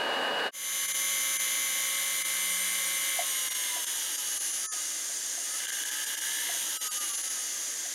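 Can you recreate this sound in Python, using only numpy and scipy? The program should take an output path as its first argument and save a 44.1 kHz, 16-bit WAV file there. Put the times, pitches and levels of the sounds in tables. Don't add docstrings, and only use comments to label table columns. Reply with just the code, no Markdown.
import sys
import numpy as np
from scipy import signal
from scipy.fft import rfft, irfft, next_fast_len
from scipy.io import wavfile
from scipy.ndimage import uniform_filter1d

SR = 44100
rng = np.random.default_rng(int(sys.argv[2]) if len(sys.argv) > 2 else 0)


def transcribe(u):
    v = np.clip(np.atleast_2d(u).T, -1, 1)
    q = np.round(v * 32767).astype(np.int16)
    wavfile.write(sys.argv[1], SR, q)


N = 350154
TIME = np.arange(N) / SR
FULL_SPEED = 91.55


def from_db(db):
    return 10 ** (np.asarray(db) / 20)


def rms_one(x):
    return x / np.sqrt(np.mean(x ** 2) + 1e-20)


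def in_time(rows):
    s, *columns = np.transpose(rows)
    return [np.interp(TIME, s, column) for column in columns]


def held(rows, ramp_s):
    total = np.zeros(N)
    for start, end, strength in rows:
        to_edge_s = np.minimum(TIME - start, end - TIME)
        total += strength * np.clip(to_edge_s / ramp_s + .5, 0, 1)
    return total


def drift(rate_hz):
    step = 40
    r = np.exp(-2 * step * np.pi * rate_hz / SR)
    noise = rng.standard_normal(N // step + 2002)
    slow = signal.lfilter([1], [1, -2 * r, r * r], noise)[2000:]
    return np.interp(np.arange(N) / step, np.arange(len(slow)), rms_one(slow))


def colour(x, spectrum, peaks=()):
    size = next_fast_len(N + 4096)
    hz = np.maximum(np.arange(size // 2 + 1) * SR / size, 1)
    points_hz, levels_db = np.transpose(spectrum)
    db = np.interp(np.log(hz), np.log(points_hz), levels_db)
    db -= 60 * np.abs(np.log2(hz / np.clip(hz, points_hz[0], points_hz[-1])))
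    for centre_hz, width_hz, gain_db in peaks:
        db += gain_db / (1 + (2 * (hz - centre_hz) / width_hz) ** 2)
    return irfft(rfft(x, size) * from_db(db), size)[:N]


def tones(turns, rows, size=65536):
    multiple, db = np.transpose(rows)
    lines = np.zeros(size // 2 + 1, complex)
    random_phase = np.exp(2j * np.pi * rng.random(len(db)))
    lines[np.round(10 * multiple).astype(int)] = from_db(db) * random_phase
    pattern = irfft(lines) * size / np.sqrt(2)
    return np.interp(turns / 10 % 1 * size, np.arange(size), pattern)


def swelling(turns, rows, flutter_db, count=4):
    total = np.zeros(N)
    for k in range(count):
        swell_db = flutter_db * np.clip(drift(14), -2.5, 1.2)
        total += from_db(swell_db) * tones(turns, rows[k::count])
    return total


def level_at(speed, full_speed_db, db_per_doubling):
    return full_speed_db + db_per_doubling * np.log2(speed / FULL_SPEED)


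def torch(flame_db=-31, flutter_db=0.5, waver_hz=2.4, whistle_flutter_db=0.2):
    # Hz, dB per Hz.
    spectrum = [(53, -65), (90, -31.5), (259, -5.5), (321, -7.5), (494, 0), (1270, -2), (1360, -2),
                (1650, -4.5), (2380, -18), (2890, -5.5), (3360, -19.5), (3900, -22), (4740, -17),
                (5280, -25), (10000, -28.5), (15500, -39)]
    # centre in Hz, width in Hz, gain in dB.
    flame_peaks = [(503, 160, 1), (1315, 240, -13.5), (1620, 520, 8), (2420, 270, 5.5), (3030, 340, -2.5),
                   (3850, 820, 9)]
    # Hz, level in dB.
    whistles = [(1244, -46.5), (2902.5, -37), (4354, -61)]
    rush = rms_one(colour(rng.standard_normal(N), spectrum, flame_peaks))
    sound = from_db(flame_db + flutter_db * drift(25)) * rush
    for hz, db in whistles:
        phase = 2 * np.pi * np.cumsum(hz + waver_hz * drift(30)) / SR
        gain = from_db(db + whistle_flutter_db * drift(28))
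        sound += np.sqrt(2) * gain * np.sin(phase)
    return sound


def knocks(contact_s=0.0031, low_cut_hz=640.0):
    # time in seconds, strength in dB.
    blow_rows = [(3.189, -21), (3.762, -34.5), (4.735, -44), (5.095, -44), (5.376, -37.5), (6.493, -32),
                 (6.545, -40), (7.854, -41)]
    # mode in Hz, relative level in dB, 60 dB decay time in seconds.
    modes = [(613, -9, 0.19), (696, 6.5, 0.067), (732, -7, 0.15), (900, -10, 0.046)]
    blows, out = np.zeros(N), np.zeros(N)
    for s, db in blow_rows:
        blows[round(s * SR)] = from_db(db)
    for hz, db, t60_s in modes:
        w = 2 * np.pi * hz / SR
        ring_r = from_db(-60 / (t60_s * SR))
        contact_r = np.exp(-1 / (contact_s * SR))
        for share, r in ((0.73, ring_r), (-0.57, contact_r)):
            ring = signal.lfilter([0, np.sin(w)], [1, -2 * r * np.cos(w), r * r], blows + 1e-18)
            out += share * from_db(db) * ring
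    return signal.sosfilt(signal.butter(3, low_cut_hz, "high", fs=SR, output="sos"), out)


def thrum(turns, force, full_force_db=-58):
    return from_db(full_force_db) * force * np.sqrt(2) * np.sin(4 * np.pi * turns)


def sheath(turns, coasting, flutter_db=4.5, coasting_db=-59.5, driven_db=-60.5, ramp_s=0.087):
    # multiple of the speed, relative level in dB.
    slow_tones = [(17.7, 0), (20.9, -2), (28.7, -4), (39.4, -3), (54.4, -3)]
    # Hz, dB.
    resonances = [(1040, -24), (1140, -5), (1290, 0), (1380, -12), (1600, -16), (1760, 0), (1900, -20),
                  (2550, -30), (2750, -14), (2860, 2), (3000, -16), (3600, -28), (3850, -14), (3960, 2),
                  (4080, -16)]
    # start in seconds, end in seconds, added gain in dB.
    swells = [(4.624, 4.8, -55.5), (6.72, 7.157, -52)]
    gain = from_db(driven_db + coasting * (coasting_db - driven_db))
    gain = gain + held([(start, end, from_db(db)) for start, end, db in swells], ramp_s)
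    return gain * from_db(flutter_db * drift(15.6)) * colour(tones(turns, slow_tones), resonances)


def brush_shudder(speed, coasting, critical_speed=65.4, half_width=6.1):
    return coasting * np.exp(-((speed - critical_speed) / half_width) ** 2)


def squeal(turns, speed, coasting, level_db=-42.0):
    # multiple of the speed, relative level in dB.
    squeal_tones = [(160.3, 0), (155.9, -6), (166.1, -9)]
    return from_db(level_db) * brush_shudder(speed, coasting) * tones(turns, squeal_tones)


def hiss_dips(db_per_s=1050, shortest_s=.008):
    # centre in seconds, length at half depth in seconds.
    dip_rows = [(0.872, .017), (0.934, .019), (1.384, .02), (2.237, .019), (3.497, .019), (3.54, .015),
                (3.857, .018), (4.17, .016), (4.393, .019), (4.523, .014), (4.692, .045), (5.67, .018),
                (5.713, .016), (5.846, .015), (5.905, .015), (6.055, .016), (6.163, .018), (6.202, .016),
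                (6.793, .03), (6.897, .027), (6.994, .017), (7.125, .015), (7.166, .016), (7.225, .015),
                (7.292, .015)]
    loss_db = np.zeros(N)
    for s, length_s in dip_rows:
        fourth_power = np.square(np.square(2 * (TIME - s) / length_s))
        shape = np.exp(-np.minimum(fourth_power, 20) * np.log(2))
        loss_db += db_per_s * (length_s - shortest_s) * shape
    return from_db(-loss_db)


def race_tones(turns, pit_db=-23.5, pit_tilt_db=-6.5, pit_flutter_db=2.5, count=130):
    multiple = rng.uniform(45, 200, count)
    db = pit_db + pit_tilt_db * np.log2(multiple / 80)
    return swelling(turns, np.column_stack([multiple, db]), pit_flutter_db)


def handpiece_levels(speed, force, coasting, pressed_db=2.5, shudder_db=3):
    # time in seconds, level in dB.
    spindle_ring = [(1.6, -47), (2, -41.5), (3.6, -39.5), (4.5, -43.5), (4.9, -42), (6.9, -41), (7.1, -45)]
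    return [level_at(speed, -37.5, -8),
            in_time(spindle_ring)[0] + pressed_db * force ** 2,
            level_at(speed, -39, 8.5) + shudder_db * brush_shudder(speed, coasting),
            level_at(speed, -40, 12.6)]


def handpiece(turns, speed, levels_db, dips, throb=0.047, count=10):
    # multiple of the speed, relative level in dB; the first ten hold through the dips.
    bearing_tones = [(67.3, -3), (78.7, -7), (96.3, -6), (111.6, -5), (118.6, -8), (142.8, -6), (156.6, -7),
                     (160.3, -4), (166.2, -7), (103.6, -8), (75.1, -6), (87.7, -8), (52.2, -12),
                     (58.7, -12), (63.2, -13), (64.3, -11), (65.3, -9), (66.3, -9), (72.5, -11),
                     (76.4, -11), (77.7, -10), (82.9, -9), (85.3, -11), (89.7, -11), (92.1, -9),
                     (93.2, -11), (98.5, -9), (107.5, -9), (121.7, -9), (127.6, -9), (132.1, -9),
                     (134.7, -8), (145.3, -9), (175, -3), (69.8, -13)]
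    # time in seconds, gain.
    whine_strength = [(.5, .78), (1.5, .72), (1.9, .52), (3.2, .46), (3.7, .36), (4.7, .32), (5.2, .16),
                      (6, .3), (6.5, .33), (7.2, .31), (7.9, .13)]
    # Hz, dB per Hz.
    bearings = [(3000, -121.5), (4300, -9.5), (5000, -2.5), (5650, -1.5), (5950, 4), (6250, 5), (6500, 3),
                (6850, 8.5), (7250, 6.5), (7650, 3.5), (8050, -17), (9500, -38)]
    spindle = [(8200, -13), (8450, -5.5), (8640, 3.5), (8830, -9), (9200, -9.5)]
    brush = [(8600, -43), (9150, -1), (9600, 11), (10300, 14), (10900, 12.5), (11400, -33), (12200, -55)]
    brush_edge = [(10500, -36), (11300, 3), (11900, -4), (12500, 2.5), (12750, -6), (13100, -5),
                  (13450, -6), (14000, -18), (14800, -10), (15700, -14)]
    # (Hz, dB)
    outer_race = [(3000, -23), (4400, 3.5), (4770, 5.5), (5200, -2), (5700, 6.0), (6170, 4), (6450, 10.0),
                  (6900, 2), (7500, -3.5), (8100, -6.0), (8600, -4), (9300, -5.5), (10300, -6.5),
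                  (11200, -5.0), (16000, -23)]
    flutter_db = np.interp(speed, [82, FULL_SPEED], [2.2, 1])
    strong = swelling(turns, bearing_tones[:count], flutter_db)
    faint = swelling(turns, bearing_tones[count:], flutter_db)
    strength, = in_time(whine_strength)
    whine = strength * (strong + dips * faint) + dips * race_tones(turns)
    rolling = colour(whine, outer_race) + dips * rng.standard_normal(N)
    rolling *= 1 + throb * np.sin(2 * np.pi * turns)
    sound = np.zeros(N)
    for db, body in zip(levels_db, (bearings, spindle, brush, brush_edge)):
        sound += from_db(db) * rms_one(colour(rolling, body))
    return sound


def motor(turns, speed, dips, flutter_db=-0.27, hum_flutter_db=-0.5, tone_flutter_db=1.7):
    # multiple of the speed, relative level in dB.
    hum_tones = [(6, -58), (12, -52.5), (14, -60.5)]
    # centre in Hz, width in Hz, gain in dB.
    hum_peaks = [(983, 7.9, 15.5)]
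    # multiple of the speed, dB against the noise before the armature's filter.
    motor_tones = [(25, -16), (26, -23), (27, -25), (31, -25), (32, -22), (33, -18), (34, -19.5), (35, -21),
                   (36, -20), (37, -25), (38, -19.5), (39, -21), (40, -22), (41, -20.5), (42, -21),
                   (43, -17), (44, -20), (45, -22), (47, -22), (49, -19)]
    # Hz, dB per Hz.
    housing_body = [(700, -9.5), (1000, -6), (1130, -7.5), (1290, -2.5), (1430, -7), (1580, 3), (2070, 1),
                    (2200, -3), (2680, -4), (2880, 0), (3400, 2), (3950, 0.5), (4400, -3), (5500, -3.5)]
    air_spectrum = [(70, -26), (120, -22), (180, -7.5), (260, -3.5), (310, 4.5), (420, -2), (540, 4),
                    (660, -1), (800, -14), (1100, -52), (1400, -25)]
    hum_body = [(450, -10), (520, -3), (550, 0.5), (2000, 2.0)]   # (Hz, dB)
    armature = [(1500, -17), (1980, -27), (2080, 2.5), (2170, -33), (2400, -25), (2700, -8), (2880, 4.0),
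                (3100, -1.0), (4000, -6.5), (4600, -18)]
    hum_gain = from_db(level_at(speed, -0.5, 24.5) + hum_flutter_db * drift(4.0))
    hum = hum_gain * colour(tones(turns, hum_tones), hum_body, hum_peaks)
    whine = colour(swelling(turns, motor_tones, tone_flutter_db), armature)
    whine *= from_db(level_at(speed, 0, 3))
    rubbing = dips * (rng.standard_normal(N) + whine)
    housing_gain = from_db(level_at(speed, -37.5, 7.26) + flutter_db * drift(26.0))
    housing = housing_gain * rms_one(colour(rubbing, housing_body))
    air_gain = from_db(level_at(speed, -56.5, 2.1) + flutter_db * drift(3.6))
    air = air_gain * rms_one(colour(rng.standard_normal(N), air_spectrum))
    return housing + dips * (hum + air)


def buzz(turns, speed, pedal, buzz_db=-39, mains_hz=60, slots=24, sharpness=2.4, narrowing=16.0,
         back_share=0.69, spark_db=0.0, ring_db=-1.5, uneven_db=0.3):
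    # Hz, dB per Hz.
    rasp_spectrum = [(1450, -14), (1600, -9), (2050, 2), (2200, -28), (2700, -16), (2880, 4), (3400, 2.5),
                     (3900, -10)]
    stator = [(1400, -10), (1550, 8), (1650, 9.5), (1770, 8), (1830, -7), (2080, 4), (2135, 10),
              (2200, -6.0), (2260, -1.0), (2320, 1.5), (2400, -8)]
    mains = np.sin(2 * np.pi * mains_hz * TIME)
    opening = np.clip(pedal, .45, 1)
    bursts = np.abs(mains) ** (sharpness + narrowing * (1 - opening))
    half_cycle_gain = np.where(mains > 0, 1, back_share * opening)
    current = bursts * half_cycle_gain * from_db(uneven_db * drift(50))
    slot_tone = np.sqrt(2) * np.sin(2 * np.pi * slots * turns)
    sparks = from_db(level_at(speed, spark_db, -24)) * rng.standard_normal(N)
    sound = colour(current * (slot_tone + sparks), stator)
    ringing = signal.lfilter(*signal.iirpeak(2077, 50, fs=SR), sound)
    sound = sound + from_db(ring_db) * ringing
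    running_rms = np.sqrt(uniform_filter1d(sound ** 2, size=8820) + 1e-12)
    rasp_noise = rms_one(colour(current * rng.standard_normal(N), rasp_spectrum))
    rasp = from_db(level_at(speed, -51, -26)) * rasp_noise
    return pedal * (from_db(buzz_db) * sound / running_rms + rasp)


def rotary_tool(snag=0.001024, cogging=0.000098, idle_current=0.087):
    # time in seconds, turns per second.
    speed_curve = [(1.15, 92.2), (1.55, 91.55), (3.2, 91.55), (3.45, 86.8), (3.75, 82.2), (3.95, 77.3),
                   (4.2, 71), (4.7, 60.9), (5.15, 54.8), (5.33, 55.4), (5.8, 68.4), (6.05, 73.3),
                   (6.4, 77.8), (6.5, 80.6), (6.6, 77.3), (6.8, 72.6), (7.2, 64.3), (7.5, 58), (7.94, 52.2)]
    # time in seconds, swing as a share of speed.
    twist_swing = [(.7, .006), (1.4, .0025), (1.7, .006), (1.95, .015), (2.25, .003), (2.6, .02),
                   (2.9, .018), (3.1, .014), (3.6, .007), (5, .003), (5.6, .009), (6.7, .007), (7.9, .004)]
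    # start in seconds, end in seconds, current 0-1.
    pedal_rows = [(0.3, 0.993, 0.76), (1.004, 3.22, 1), (3.22, 3.784, 0.46), (5.594, 6.22, 0.55),
                  (6.229, 6.534, 0.73)]
    # start in seconds, end in seconds, force 0-1.
    presses = [(0.3, 1.8, 0.4), (1.8, 2.7, 0.36), (2.42, 2.97, 0.62), (2.95, 3.5, 0.2), (6.15, 6.7, 0.11)]
    pedal_ramp_s, press_ramp_s = 0.03, 0.2
    twist_hz, twist_crest_s = 5.63, 2.605
    catch_s, catch_lead_s = 3.04, .047

    (speed,), (swing,) = in_time(speed_curve), in_time(twist_swing)
    pedal, force = held(pedal_rows, pedal_ramp_s), held(presses, press_ramp_s)
    driven = np.minimum(held([(down, up, 1) for down, up, _ in pedal_rows], pedal_ramp_s), 1)
    coasting = 1 - driven
    twist_time = TIME - twist_crest_s + catch_lead_s * (TIME > catch_s)
    twist = swing * np.cos(2 * np.pi * twist_hz * twist_time)
    motor_turns = np.cumsum(speed * (1 + cogging * drift(30))) / SR
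    slowness = 1 - speed / FULL_SPEED
    pulling = (1 - coasting) * slowness
    slip = (.0008 + .003 * slowness + .01 * pulling) * drift(90)
    brush_turns = np.cumsum(speed * (1 + twist + snag * drift(6.4) + slip)) / SR

    dips = hiss_dips()
    current = pedal + idle_current * coasting * dips
    levels_db = handpiece_levels(speed, force, coasting)
    sound = motor(motor_turns, speed, dips)
    sound += thrum(motor_turns, force)
    sound += buzz(motor_turns, speed, current)
    sound += handpiece(brush_turns, speed, levels_db, dips)
    sound += sheath(brush_turns, coasting)
    return sound + squeal(brush_turns, speed, coasting)


def scene():
    torch_end_s, torch_fade_s = 0.5135, 0.04
    tool_start_s, tool_fade_s, tool_swell_db, tool_swell_s = 0.51, 0.04, 16, 0.12
    fade_out = np.clip((torch_end_s - TIME) / torch_fade_s, 0, 1) ** 2
    since_s = np.maximum(TIME - tool_start_s, 0)
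    swell = from_db(-tool_swell_db * np.exp(-since_s / tool_swell_s))
    fade_in = np.minimum(since_s / tool_fade_s, 1) ** 2 * swell
    mono = fade_in * (rotary_tool() + knocks()) + fade_out * torch()
    return np.tile(mono, (2, 1))


def record(dry):
    cutoff_hz = 15750
    return signal.sosfilt(signal.ellip(12, .1, 90, cutoff_hz, fs=SR, output="sos"), dry)


dry = scene()
out = record(dry)
transcribe(out)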